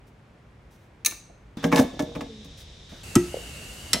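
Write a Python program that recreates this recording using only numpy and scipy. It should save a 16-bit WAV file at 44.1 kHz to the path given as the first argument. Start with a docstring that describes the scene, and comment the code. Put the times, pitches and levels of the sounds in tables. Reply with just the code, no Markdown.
"""A portafilter is knocked into the group head of an espresso press and twisted tight: steel lugs
scrape and clank, the heavy frame rings, the rubber gasket rubs and groans. Before that, a steel
puck screen drops into the basket and rattles to rest. Afterwards a plug pops out of the water
chamber and clinks on the top plate. Hands rub faintly on the parts, and heating water hisses
and sings over the low rumble of a small, quiet room."""
import sys
import numpy as np
from scipy import signal
from scipy.fft import rfft, irfft
from scipy.io import wavfile
from scipy.ndimage import uniform_filter1d

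SR = 44100
rng = np.random.default_rng(int(sys.argv[2]) if len(sys.argv) > 2 else 0)


def dump_mix(stems):
    """Bounce the given channels to the path in sys.argv[1] as a 16-bit WAV at rate SR."""
    frames = np.atleast_2d(stems).T  # one column per channel
    limited = np.clip(frames, -1, 1)  # hard clip at full scale
    pcm = np.round(limited * 32767).astype(np.int16)
    wavfile.write(sys.argv[1], SR, pcm)


N = 176400
T = np.arange(SR // 2) / SR  # time within one hit, s
SCENE_T = np.arange(N) / SR


def amp(db):
    """Decibels to gain."""
    return 10 ** (np.asarray(db) / 20)


def unit_rms(x):
    """Scales to rms 1."""
    return x / np.sqrt(np.mean(x ** 2) + 1e-20)


def curve_at(points, hz):
    """Reads a curve on a log-frequency axis."""
    f, value = np.transpose(points)
    return np.interp(np.log(hz + 1), np.log(f), value)


def add(mix, start_s, sound):
    """Lays a sound into the stereo mix."""
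    part = mix[:, max(round(start_s * SR), 0):][:, :sound.shape[-1]]
    part += sound[..., :part.shape[1]]


def rise(seconds):
    """A smooth attack."""
    return np.sin(np.pi / 2 * np.minimum(T / seconds, 1)) ** 2


def resonance(hz, db, t60):
    """One decaying mode."""
    return amp(db - 60 * T / t60) * np.sin(2 * np.pi * hz * T)


def stereo_noise(size, correlation):
    """Frequencies and spectrum of white noise, partly alike in both ears."""
    hz = np.fft.rfftfreq(size, 1 / SR)
    mid, side = rfft(rng.standard_normal((2, size)))
    alike = np.clip(curve_at(correlation, hz), 0, 1)
    mid, side = mid * np.sqrt((1 + alike) / 2), side * np.sqrt((1 - alike) / 2)
    return hz, np.array([mid + side, mid - side])


# stereo image of the hits: f/Hz, left-right correlation/0-1
HIT_IMAGE = [(300, 1), (700, 0.3), (1300, 1), (3000, 0.8), (8000, 0.81), (14000, .42)]

def dense_modes(bands, hold_s=0, tilt_db=0):
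    """Countless close modes as noise: each band holds during contact, then dies at its own speed."""
    hz, spectrum = stereo_noise(len(T), HIT_IMAGE)
    octaves = np.log2((hz + 100) / 4000)
    spectrum *= amp(curve_at([band[:2] for band in bands], hz) + tilt_db * octaves)
    spectrum *= np.minimum(hz / bands[0][0], 1) / np.maximum(hz / bands[-1][0], 1) ** 2  # roll-offs
    out = 0
    for k, (_, _, t60) in enumerate(bands):
        share = curve_at([(band[0], j == k) for j, band in enumerate(bands)], hz)
        decay = amp(-60 * np.maximum(T - hold_s, 0) / t60)
        out += irfft(spectrum * share, len(T)) * decay
    return out


def ring(modes, tilt_db=0, damping=1):
    """Clear modes, widened by a phase offset between the ears; damping divides their decay times."""
    hz, db, t60 = np.transpose(modes)[:, :, None]
    sign = (-1) ** np.arange(len(modes))[:, None]
    spread = np.arccos(np.clip(curve_at(HIT_IMAGE, hz), 0, 1)) * sign / 2
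    octaves = np.log2(hz / np.median(hz))
    envelope = sign * amp(db + tilt_db * octaves - 60 * T * damping / t60)
    return np.array([(envelope * np.sin(2 * np.pi * hz * T + ear * spread)).sum(0) for ear in (-1, 1)])


def grit(rough_db=2.0, grain_samples=30):
    """The flickering gain of surfaces that catch and slip."""
    flicker = unit_rms(uniform_filter1d(rng.standard_normal(len(T)), grain_samples))
    return unit_rms(amp(rough_db * flicker))


# stereo image of the ambience: f/Hz, left-right correlation/0-1
AIR_IMAGE = [(150, 1), (500, 0.7), (1500, 0.4), (5000, 0.5), (14000, 1)]
# ambience colour at the counter, at the press and by the water: f/Hz, relative level/dB
COUNTER_AIR = [(20, -37), (32, -15), (52, 2), (76, -8.5), (110, -4.5), (300, -15.5), (575, -19),
               (1200, -24), (2300, -28), (4000, -38), (8000, -46.5), (16000, -61.5)]
PRESS_AIR = [(20, -31), (35, -5.5), (65, 0), (150, -9.5), (260, -21), (450, -18.5), (850, -27.5),
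             (1300, -31), (2000, -28), (2800, -27.5), (3650, -19), (4300, -28.5), (5500, -26.5),
             (7300, -35.5), (11000, -51), (16000, -75)]
WATER_AIR = [(20, -28), (32, -13), (55, 3), (180, -5.5), (320, -12), (650, -14.5), (1050, -21), (1550, -18),
             (2050, -18.5), (2220, -14), (2400, -28), (3100, -23.5), (3700, -19.5), (4400, -20),
             (4650, -15.5), (4950, -22.5), (6000, -20.5), (8200, -19.5), (9600, -24), (11500, -26),
             (12700, -32), (16000, -35)]

def background():
    """A bed of room rumble and heating-water hiss that steps up in level and changes colour twice."""
    out = np.zeros((2, N))
    beds = (0, 1.57, -52, COUNTER_AIR), (1.57, 3.033, -46, PRESS_AIR), (3.033, 4, -41.5, WATER_AIR)
    for start_s, end_s, db, colour in beds:
        hz, spectrum = stereo_noise(N, AIR_IMAGE)
        bed = unit_rms(irfft(spectrum * amp(curve_at(colour, hz)), N))
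        out += amp(db) * bed * ((SCENE_T >= start_s) & (SCENE_T < end_s))
    return out


# breathy whistle of the water: t/s, f/Hz, level/dB
WATER_SONG = [(1.572, 3520, -55), (2.4, 3760, -57.5), (3.022, 3700, -62), (3.041, 2700, -49),
              (3.219, 2620, -50), (3.37, 2900, -46), (3.58, 2740, -46), (3.78, 2870, -48), (4, 2900, -46)]

def singing_water(pole_width_hz=350):
    """Heating water sings: hiss in one narrow, wandering resonance."""
    times, hz, db = np.transpose(WATER_SONG)
    hiss = irfft(stereo_noise(N, AIR_IMAGE)[1], N)
    pole = np.exp(-np.pi * pole_width_hz / SR)
    carrier = np.exp(2j * np.pi * np.cumsum(np.interp(SCENE_T, times, hz)) / SR)
    # shift down, low-pass, shift back: a gliding band-pass
    baseband = signal.lfilter([1], np.poly([pole, pole]), hiss / carrier)
    whistle = unit_rms((carrier * baseband).real)
    return whistle * amp(np.interp(SCENE_T, times, db)) * (SCENE_T >= times[0])


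# reverb bands: f/Hz, level/dB, t60/s
ROOM_TAIL = [(119.7, -38, 0.47), (350, -10, 0.26), (1000, -9, 0.32), (3000, -11, 0.48), (7000, -12.5, 0.49),
             (11000, -9.5, 0.26), (14400, -12.5, 0.27)]

def room(x, build_up_s=0.0061):
    """A small room's diffuse tail; each band is scaled so that a longer decay adds no energy."""
    bands = [(hz, db + 10 * np.log10(2 * np.log(1000) / (t60 * SR)), t60) for hz, db, t60 in ROOM_TAIL]
    return signal.fftconvolve(x, dense_modes(bands) * rise(build_up_s), axes=1)[:, :N]


# bright steel scrape and deep frame thud, shared with later hits: f/Hz, level/dB per Hz, t60/s
STEEL_SCRAPE = [(1514, -24, 0.047), (2900, -23.5, 0.043), (3700, -16.5, 0.043), (4480, -23, 0.036),
                (5700, -19.5, 0.067), (7720, -27.5, 0.087), (10500, -30.5, 0.075), (15500, -35, 0.094)]
FRAME_THUD = [(65, -30, .08), (130, 6, 0.083), (242, 7, 0.11), (386, -3, 0.11), (697, -1, 0.15),
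              (1090, -20, 0.085), (2500, -66, .03)]
# light rubs: t/s, hold/s, level/dB, tilt/dB per octave
HAND_RUBS = [(0.06, 0.028, -44.5, 5), (0.7, 0.062, -42, 4.5), (.766, .097, -48.5, 4),
             (1.57, 0.087, -26.5, -6.5), (1.654, 0.015, -23.5, 5.5), (2.565, 0.054, -25.5, 1),
             (2.884, 0.137, -26.5, -3.5)]
# soft bumps: t/s, level/dB
HAND_BUMPS = [(1.289, -26.5), (2.915, -22)]

def hands(attack_s=0.016):
    """Hands rub and bump faintly on the parts they hold."""
    out = np.zeros((2, N))
    for t, hold_s, db, tilt_db in HAND_RUBS:
        add(out, t, rise(attack_s) * amp(db) * dense_modes(STEEL_SCRAPE, hold_s, tilt_db))
    for t, db in HAND_BUMPS:
        add(out, t, rise(attack_s) * amp(db) * dense_modes(FRAME_THUD))
    return out


# hollow pop of the chamber air: f/Hz, level/dB, t60/s
CHAMBER_MODES = [(62.4, -26.5, 0.18), (117, -5.5, 0.067), (177.4, -24.5, 0.36), (247, 11.5, 0.024),
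                 (277, -26, 0.35), (353, -10, 0.27)]
# wet blips: t/s, f/Hz, level/dB, t60/s
WET_BLIPS = [(3.3422, 523, -5, 0.011), (3.3679, 500, -20.5, 0.036)]

def chamber(pop_s=3.1605, pop_attack_s=0.0067, blip_attack_s=0.0027):
    """The seal lets go and the air in the water chamber rings; two wet blips follow."""
    out = np.zeros((2, N))
    add(out, pop_s, rise(pop_attack_s) * sum(resonance(*mode) for mode in CHAMBER_MODES))
    for t, hz, db, t60 in WET_BLIPS:
        add(out, t, rise(blip_attack_s) * resonance(hz, db, t60))
    return out


# ring of the plug and of the top plate: f/Hz, level/dB, t60/s
PLUG_MODES = [(894, -42, .25), (1297, -25, 0.091), (1940, -34.5, 0.15), (2710, -41.5, .11),
              (3063, -33, 0.07), (5240, -37, 0.08), (5604, -42, .09), (6310, -20, 0.03), (7470, -27, .052),
              (8450, -19, .02), (11440, -34, 0.063)]
PLATE_MODES = [(1295, -31, .13), (2013, -28.5, 0.18), (3106, -31, 0.14), (3456, -40, 0.14),
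               (3964, -13.5, 0.026), (4130, -32, 0.18), (4500, -16.5, .035), (4575, -25, 0.089),
               (5400, -18, 0.052), (5435, -15, 0.067), (5620, -24, 0.098), (7440, -30, .08),
               (9981, -33, 0.062)]
# the plate's sharp transient: f/Hz, level/dB per Hz, t60/s
PLATE_CRACK = [(710, -21, 0.093), (1370, -13, 0.052), (2820, -17, 0.085), (4300, -9, 0.024),
               (5200, -5.5, 0.032), (5940, -7, 0.019), (7300, -11, 0.042), (8500, -11, 0.017),
               (9160, -13.5, 0.028), (11410, -13, 0.026), (12900, -24, 0.025), (15500, -26, .025)]
# plug on plate: t/s, crack/dB, crack tilt/dB per octave, plug ring/dB, plate ring/dB, thud/dB
PLUG_HITS = [(3.1540, -6, 5, 3, -20, -26), (3.1580, -8, -7.5, -9.5, -26, -32),
             (3.9318, 4, 1.3, -18, 1, -22), (3.9365, -10, 1, -27, -14, -15),
             (3.942, -11, -5.5, -28, -22, -12.5), (3.955, -13, -3, -30, -24, -18)]

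def plug(attack_s=0.00069, thud_attack_s=0.0083):
    """The plug clicks free and is set back on the top plate; both ring over a thud of the frame."""
    out = np.zeros((2, N))
    for t, crack_db, tilt_db, plug_db, plate_db, thud_db in PLUG_HITS:
        crack = amp(crack_db) * dense_modes(PLATE_CRACK, tilt_db=tilt_db)
        clink = amp(plug_db) * ring(PLUG_MODES) + amp(plate_db) * ring(PLATE_MODES)
        add(out, t, rise(attack_s) * (crack + clink))
        add(out, t, rise(thud_attack_s) * amp(thud_db) * dense_modes(FRAME_THUD))
    return out


# thin ring of screen and basket: f/Hz, level/dB, t60/s
SCREEN_MODES = [(1201, -44, 0.29), (1780, -42.5, 0.17), (2330, -36, 0.049), (2650, -26, .05),
                (4070, -28, .03), (4264, -44.5, .2), (5070, -42.5, .13), (6030, -26.5, 0.071),
                (5960, -26.5, .045), (6550, -24, .045), (7876, -44.5, .17), (8720, -26.5, .055),
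                (10100, -41.5, .13), (11100, -30, 0.14), (15139, -32, .12), (15600, -35, .12)]
# the screen's crisp transient, and a dull clank shared with the head: f/Hz, level/dB per Hz, t60/s
SCREEN_CRACK = [(500, -39, 0.015), (1590, -24, 0.023), (2400, -10, .035), (3030, -19.5, 0.019),
                (3850, -7.5, 0.026), (5330, -14.5, .02), (6300, -3.5, 0.03), (7340, -15.5, 0.024),
                (8700, -16.5, .028), (11000, -11, 0.017), (13000, -17.5, .022), (15500, -14, .02)]
STEEL_CLANK = [(298, -6, 0.11), (694, -5, 0.037), (1150, -5.5, 0.037), (2260, -12, 0.06),
               (2950, -16.5, 0.043), (6020, -51, 0.026)]
# bounces in the basket: t/s, crack/dB, ring/dB, clank/dB
SCREEN_HITS = [(1.0478, -3.5, -3.5, -49), (1.0595, 7, -0.5, -23.5), (1.0634, -1, -1, -39),
               (1.0674, -8, -10.5, -36), (1.073, -14.5, -16, -16.5), (1.1096, -16, -22, -42),
               (1.121, -23, -30, -20.5)]

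def puck_screen(attack_s=0.0016):
    """The steel screen hits the rim, lands and rattles to rest on the coffee."""
    out = np.zeros((2, N))
    for t, crack_db, ring_db, clank_db in SCREEN_HITS:
        crack = amp(crack_db) * dense_modes(SCREEN_CRACK)
        clink = amp(ring_db) * ring(SCREEN_MODES)
        clank = amp(clank_db) * dense_modes(STEEL_CLANK)
        add(out, t, rise(attack_s) * (crack + clink + clank))
    return out


# low, uneven rubs as the handle turns: t/s, hold/s, level/dB
GASKET_RUBS = [(1.904, 0.055, -25.5), (2.054, 0.082, -30.5), (2.174, 0.09, -28.5)]
# rubber groan: t/s, f/Hz, fundamental/dB, octave/dB
GASKET_GROAN = [(2.27, 227, -60, -69), (2.305, 223.3, -42, -39), (2.355, 215.5, -44.5, -52.5),
                (2.41, 213, -43, -50), (2.45, 212, -52, -70)]

def gasket(attack_s=0.01):
    """Rubber dragging over the basket rim rumbles through the frame, then groans as it grips."""
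    out = np.zeros((2, N))
    for t, hold_s, db in GASKET_RUBS:
        drag = grit(rough_db=5, grain_samples=600) * dense_modes(FRAME_THUD, hold_s)
        add(out, t, rise(attack_s) * amp(db) * drag)
    times, hz, fundamental_db, octave_db = np.transpose(GASKET_GROAN)
    phase = 2 * np.pi * np.cumsum(np.interp(SCENE_T, times, hz)) / SR
    groan = amp(np.interp(SCENE_T, times, fundamental_db)) * np.sin(phase)
    groan += amp(np.interp(SCENE_T, times, octave_db)) * np.sin(2 * phase)
    return out + groan * (SCENE_T > times[0]) * (SCENE_T < times[-1])


# ring of the press frame: f/Hz, level/dB, t60 before grip damping/s
FRAME_MODES = [(167.6, -26, 0.34), (233.5, -33.5, 0.72), (277, -19, 0.4), (383, -32.5, 0.29),
               (471.2, -23, 0.24), (540, -41, 0.19), (610.1, -24, 0.21), (761, -29.5, 0.23),
               (866.7, -25, 0.16), (1010, -28.5, 0.12), (1103, -26.5, 0.12), (1719, -32, 0.15),
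               (1796.6, -40, 0.14), (2200, -35, 0.11)]
# the handle shudders as the lugs bind and reach their stop: t/s, f/Hz, level/dB, t60/s
HANDLE_SHUDDERS = [(1.570, 232, -18.5, 0.038), (1.7892, 263.2, -9.5, 0.24), (1.848, 258, -16.5, 0.088),
                   (1.998, 615, -25, 0.19), (2.003, 292, -17, 0.082), (2.073, 471.4, -40.5, 0.66),
                   (2.19, 277, -35, 0.57)]
# knocks against the group head: t/s, scrape/dB, contact/s, scrape tilt/dB per octave, clank/dB,
# thud/dB, ring/dB, ring tilt/dB per octave, grip damping/factor
LUG_KNOCKS = [(1.570, -25, 0.0053, 1.5, -28.5, -28, -27, -5, 0.58),
              (1.628, -24, 0.019, 3.5, -23, -26, -28, -11.5, 0.95),
              (1.6404, -1, 0.0019, -4, -4.5, -5, -5.5, -5, 0.85),
              (1.717, -14, 0.019, 2, -11, -24, -16, -8, 1.04),
              (1.7242, -6.5, 0.0028, -1, 0, -4.5, 6, 3, 1.3),
              (1.745, -8, .0023, -0.5, -10, -3.5, -12, -0.5, 0.95),
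              (1.758, 3, .003, -1, -11, -13, 0, 3, 1.03), (1.772, -2.5, 0.0094, -2, -7.5, -9.5, -1.5, 8, 2),
              (1.783, -6.5, 0.013, 2.5, -13, -11, -24, 8, 2),
              (1.789, -6.5, 0.012, 0.5, -12, 3, 0.5, 1, 2.16), (1.809, -16, 0.017, 4, -30, -9, -16, 3, 1.6),
              (1.9921, -3.5, 0.0053, -4.5, -14, -12, -4, 3, 1.7),
              (2.020, -20, 0.0048, 2.5, -32, -15, -20, -6, 1.5),
              (2.15, -20, 0.0064, -3, -21, -22, -19, 0, 2.1),
              (2.156, -26, 0.0052, 1, -19.5, -19, -9, -1.5, 2.23),
              (2.2075, -13, 0.0044, -4, -16.5, -19, -13, 1.5, 1.7),
              (2.445, -24, .003, 1.5, -40, -42, -31.5, -6, 1.35)]

def portafilter(attack_s=0.0013, frame_lag_s=0.0031, frame_attack_s=0.0083, shudder_attack_s=0.0041):
    """The lugs scrape and clank in the head; the heavy frame answers a moment later."""
    out = np.zeros((2, N))
    for t, scrape_db, contact_s, scrape_tilt, clank_db, thud_db, ring_db, ring_tilt, grip in LUG_KNOCKS:
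        scrape = amp(scrape_db) * grit() * dense_modes(STEEL_SCRAPE, contact_s, scrape_tilt)
        clank = amp(clank_db) * dense_modes(STEEL_CLANK, contact_s)
        add(out, t, rise(attack_s) * (scrape + clank))
        thud = amp(thud_db) * dense_modes(FRAME_THUD)
        frame_ring = amp(ring_db) * ring(FRAME_MODES, ring_tilt, damping=grip)
        add(out, t + frame_lag_s, rise(frame_attack_s) * (thud + frame_ring))
    for t, hz, db, t60 in HANDLE_SHUDDERS:
        add(out, t, rise(shudder_attack_s) * resonance(hz, db, t60))
    return out


def scene():
    """Close handling sounds and their reverb, over the ambience and the singing water."""
    foley = puck_screen() + portafilter() + gasket() + plug() + chamber() + hands()
    return foley + room(foley) + background() + singing_water()


def record(dry, cutoff_hz=15950):
    """A steep low-pass trims the top of the mix."""
    low_pass = signal.firwin(401, cutoff_hz, window=("kaiser", 9), fs=SR)
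    return signal.oaconvolve(dry, low_pass[None], "same")


dry = scene()
out = record(dry)
dump_mix(out)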